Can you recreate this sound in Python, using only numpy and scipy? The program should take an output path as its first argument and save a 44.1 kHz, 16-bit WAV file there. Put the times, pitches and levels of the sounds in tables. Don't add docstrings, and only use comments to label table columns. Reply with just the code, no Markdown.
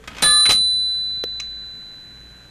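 import sys
import numpy as np
from scipy import signal
from scipy.fft import rfft, irfft
from scipy.io import wavfile
from scipy.ndimage import uniform_filter1d

SR = 44100
rng = np.random.default_rng(int(sys.argv[2]) if len(sys.argv) > 2 else 0)


def dump(signal):
    limited = np.clip(np.atleast_2d(signal).T, -1, 1)
    pcm = np.round(limited * 32767).astype(np.int16)
    wavfile.write(sys.argv[1], SR, pcm)


N = 110250


def carriage():
    # start in s, level in dB, treble tilt in dB/octave, t60 in s, ring in dB re the blow.
    clacks = [(.039, -41.5, -6, 0.092, -2.5), (.075, -28, -1.5, 0.037, -3), (.078, -31.5, -1.5, 0.058, 9),
              (.116, -39.5, -5.5, 0.04, 4), (0.1483, -37, -4, .1, 0), (0.167, -32.5, -4, .08, 1),
              (0.1833, -28, -3.5, 0.047, 1), (0.194, -34.5, 0, 0.026, 3.5), (.206, -34.5, -8, 0.13, 6.5),
              (0.2198, -24.5, 2.5, 0.076, -14.5), (0.2231, -10, 2.5, 0.1, -4),
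              (.235, -12.5, 4, 0.083, -0.5), (.261, -23, -4, 0.25, -6), (.477, -29, -12, 0.055, -12.5),
              (.492, -13, -1.5, 0.054, -3), (.4985, -14.5, -2.5, 0.074, 0), (.507, -10, 0.5, 0.053, -8),
              (0.5151, -16.5, 2.5, 0.11, -12.5), (0.53, -25, 0.5, .05, -6.5)]
    # frequency in Hz, relative density in dB.
    frame_colour = [(30, -8.5), (100, -10.5), (250, -6.5), (500, -7.5), (800, -10.5), (1400, -4),
                    (2400, -3), (3300, -0.5), (5000, -3), (7500, -6), (10000, -14.5), (14000, -19)]
    # frequency in Hz, relative level in dB, t60 in s.
    frame_modes = [(513, -16, 0.1), (649, -28.5, 0.21), (1259, -9.5, 0.12), (1540, -12, 0.096),
                   (2075, -8.5, 0.042), (2243, -12.5, 0.082), (2498, -5, 0.065), (3255, -12, 0.099)]
    # frequency in Hz, level in dB, t60 in s.
    faint_ring = [(440, -41.5, 0.95)]
    out = slide()
    add(out, 0, ring(faint_ring))
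    for start_s, db, tilt_db, t60_s, ring_db in clacks:
        impact = blow(frame_colour, db, t60_s, tilt_db)
        add(out, start_s, impact + amp(db + ring_db) * ring(frame_modes))
    return out


def slide():
    # frequency in Hz, relative density in dB.
    rail_colour = [(60, -8.5), (330, -0.5), (680, -4), (1000, -1.5), (1500, -3), (2400, -4), (3500, -7.5),
                   (6000, -18.5), (14000, -34.5)]
    start_s, end_s, ramp_s = 0.089, 0.47, 0.022
    level_db, rough_db = -44, 3
    t = np.arange(N) / SR
    moving = np.clip(np.minimum(t - start_s, end_s - t) / ramp_s, 0, 1)
    bumps = uniform_filter1d(rng.standard_normal(N), size=200)
    return moving * amp(level_db + rough_db * bumps / bumps.std()) * noise(rail_colour, N)


def bell():
    modes_hz = [3998, 9207, 9174, 14931]
    # that mode's level in dB, decay in dB/s.
    decays = [(-5.5, 17.5), (-6, 54.5), (-15.5, 57.5), (-13, 70)]
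    start_s, rise_s = 0.2235, 0.008
    t = np.maximum(np.arange(N) / SR - start_s, 0)
    tone = sum(amp(db - db_per_s * t) * np.sin(2 * np.pi * hz * t)
               for hz, (db, db_per_s) in zip(modes_hz, decays))
    return tone * (1 - np.exp(-t / rise_s))


def pawl():
    # start in s, level in dB.
    catches = [(.456, -14), (0.4621, -15)]
    # frequency in Hz, relative density in dB.
    colour = [(100, -19), (800, -20), (1500, -6), (2200, -3.5), (3000, -6.5), (5000, -14.5), (7500, -20.5),
              (14000, -36.5)]
    # frequency in Hz, level in dB re the blow, t60 in s.
    modes = [(1560, -16, 0.083), (2150, 0, 0.038)]
    out = np.zeros(N)
    for start_s, db in catches:
        add(out, start_s, blow(colour, db, t60_s=0.046) + amp(db) * ring(modes))
    return out


def desk():
    # start in s, level in dB.
    thumps = [(0.077, -39.5), (0.224, -27), (.5, -32.5)]
    # frequency in Hz, relative density in dB.
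    colour = [(20, -5.5), (55, -1.5), (110, -6.5), (190, -0.5), (400, -17.5), (1500, -51), (8000, -88)]
    out = np.zeros(N)
    for start_s, db in thumps:
        add(out, start_s, blow(colour, db, t60_s=0.51, rise_s=0.0033))
    return out


def knock():
    # frequency in Hz, level in dB, t60 in s.
    casing_modes = [(426, -15.5, 0.021), (480, -26, 0.06), (1340, -39, 0.035)]
    # frequency in Hz, relative density in dB.
    crack_colour = [(100, -21), (600, -3), (900, 0), (1150, -12), (1700, -5), (2800, -9), (3500, -6),
                    (5800, -2.5), (7500, -25), (13000, -14.5), (15000, -25)]
    crack = blow(crack_colour, db=-20, t60_s=0.012, rise_s=0.0001)
    out = np.zeros(N)
    add(out, start_s=1.2387, sound=ring(casing_modes) + crack)
    return out


def lever():
    # frequency in Hz, relative density in dB.
    colour = [(100, -20), (800, -23), (1250, -14), (1600, -12.5), (2400, 2), (3300, -8.5), (4800, -6),
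              (6300, -1.5), (7200, -13), (8300, -13.5), (9500, -33.5), (14000, -36.5)]
    # frequency in Hz, level in dB re the blow, t60 in s.
    modes = [(1211, -13, .04), (2214, -5, .028), (2496, 2, .028), (6182, -1, .022), (6470, -9, .04)]
    tick_s, tick_db, t60_s = 1.4, -23.5, 0.025
    bounce_delay_s, bounce_db = 0.0028, -25
    out = np.zeros(N)
    add(out, tick_s, blow(colour, tick_db, t60_s) + amp(tick_db) * ring(modes))
    add(out, tick_s + bounce_delay_s, blow(colour, bounce_db, t60_s))
    return out


def room(x):
    # frequency in Hz, t60 in s.
    decay_times = [(100, 0.33), (500, 0.38), (2000, 0.24), (6000, 0.17), (14000, 0.26)]
    hz, t, spectra = signal.stft(rng.standard_normal(SR // 2), SR, nperseg=256)
    decay = np.exp(-np.log(1000) * t / read(decay_times, hz)[:, None])
    _, tail = signal.istft(spectra * decay, SR)
    return signal.fftconvolve(x, tail / np.linalg.norm(tail))[:N]


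def motor():
    # frequency in Hz, rms level in dB.
    steady_tones = [(118.6, -59), (1440, -67), (1557.5, -62)]
    # time in s, rms level in dB.
    hum_levels = [(0, -49.5), (.6, -45.5), (.85, -47.5), (1.02, -49.5), (1.2, -49), (1.5, -46.5),
                  (1.66, -48), (1.8, -58.5), (2, -64), (2.15, -49.5), (2.28, -46.5), (2.5, -56)]
    # frequency in Hz, relative density in dB.
    whirr_colour = [(100, -26), (1100, -17.5), (1600, 5), (2200, -4), (2800, -10.5), (4500, -26),
                    (6700, -13), (9000, -30)]
    hum_hz, whirr_hz, whirr_db, sharpness = 57, 121.5, -56, 1.5
    t = np.arange(N) / SR
    tones = sum(amp(db) * np.sin(2 * np.pi * (hz * t + rng.random())) for hz, db in steady_tones)
    hum = amp(np.interp(t, *np.transpose(hum_levels))) * np.sin(2 * np.pi * hum_hz * t)
    pulses = np.exp(sharpness * np.cos(2 * np.pi * whirr_hz * t))
    whirr = noise(whirr_colour, N) * pulses / np.sqrt(np.mean(pulses ** 2))
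    return np.sqrt(2) * (tones + hum) + amp(whirr_db) * whirr


def room_noise():
    # frequency in Hz, relative density in dB.
    colour = [(20, 4.5), (60, -9), (130, 1), (220, -2.5), (400, -9.5), (800, -14), (1200, -16.5),
              (1600, -25.5), (2100, -20), (2700, -17.5), (3600, -20.5), (5500, -27.5), (6700, -21),
              (8000, -27), (11000, -31), (14000, -34)]
    return amp(db=-49) * noise(colour, N)


def blow(colour, db, t60_s, tilt_db=0, rise_s=0.00025):
    t = np.arange(SR // 2) / SR
    return amp(db) * noise(colour, len(t), tilt_db) * fade(t, t60_s) * (1 - np.exp(-t / rise_s))


def ring(modes, rise_s=0.00015):
    t = np.arange(SR // 2) / SR
    tone = sum(amp(db) * fade(t, t60_s) * np.cos(2 * np.pi * hz * t) for hz, db, t60_s in modes)
    return tone * (1 - np.exp(-t / rise_s))


def noise(colour, size, tilt_db=0):
    hz = np.fft.rfftfreq(size, 1 / SR)
    octaves = np.log2(np.maximum(hz, 1000) / 1000)
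    magnitude = amp(read(colour, hz) + tilt_db * octaves)
    x = irfft(magnitude * np.exp(2j * np.pi * rng.random(len(hz))), size)
    return x / x.std()


def fade(t, t60_s):
    return np.exp(-np.log(1000) * t / t60_s)


def amp(db):
    return 10 ** (np.asarray(db) / 20)


def read(points, hz):
    points_hz, values = np.transpose(points)
    return np.interp(np.log(hz + 1), np.log(points_hz + 1), values)


def add(mix, start_s, sound):
    part = mix[round(start_s * SR):][:len(sound)]
    part += sound[:len(part)]


def overload(x, bias=0.077, knee=7.7, oversample=4):
    biased = signal.resample_poly(x, oversample, 1, axis=1) + bias
    clipped = biased / (1 + abs(biased) ** knee) ** (1 / knee)
    return signal.resample_poly(clipped - bias, 1, oversample, axis=1)


def scene():
    clatter = carriage() + pawl() + desk() + lever()
    tail = amp(db=-10.5) * room(clatter)
    return (clatter + tail + bell() + knock() + motor() + room_noise())[None]


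def record(dry):
    # frequency in Hz, gain in dB.
    response = [(20, -1.5), (4000, -1), (9200, -1.95), (12000, -0.5), (14400, -7.8), (14930, -28.5),
                (15700, -35)]
    emphasis_hz, ceiling_db, ceiling_at_hz = 1500, -5, 4000
    low_cut_hz, high_cut_hz = 12, 15700
    pole = np.exp(-2 * np.pi * emphasis_hz / SR)
    full_scale = amp(ceiling_db) * abs(1 - pole * np.exp(-2j * np.pi * ceiling_at_hz / SR))
    boosted = signal.lfilter([1, -pole], [full_scale], dry)
    out = signal.lfilter([full_scale], [1, -pole], overload(boosted))
    out = signal.sosfilt(signal.butter(2, low_cut_hz, "high", fs=SR, output="sos"), out)
    hz = np.fft.rfftfreq(2 * N, 1 / SR)
    out = irfft(rfft(out, 2 * N) * amp(read(response, hz)))[:, :N]
    lowpass = signal.firwin(511, high_cut_hz, window=("kaiser", 9), fs=SR)
    return signal.oaconvolve(out, lowpass[None], "same")


dry = scene()
out = record(dry)
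dump(out)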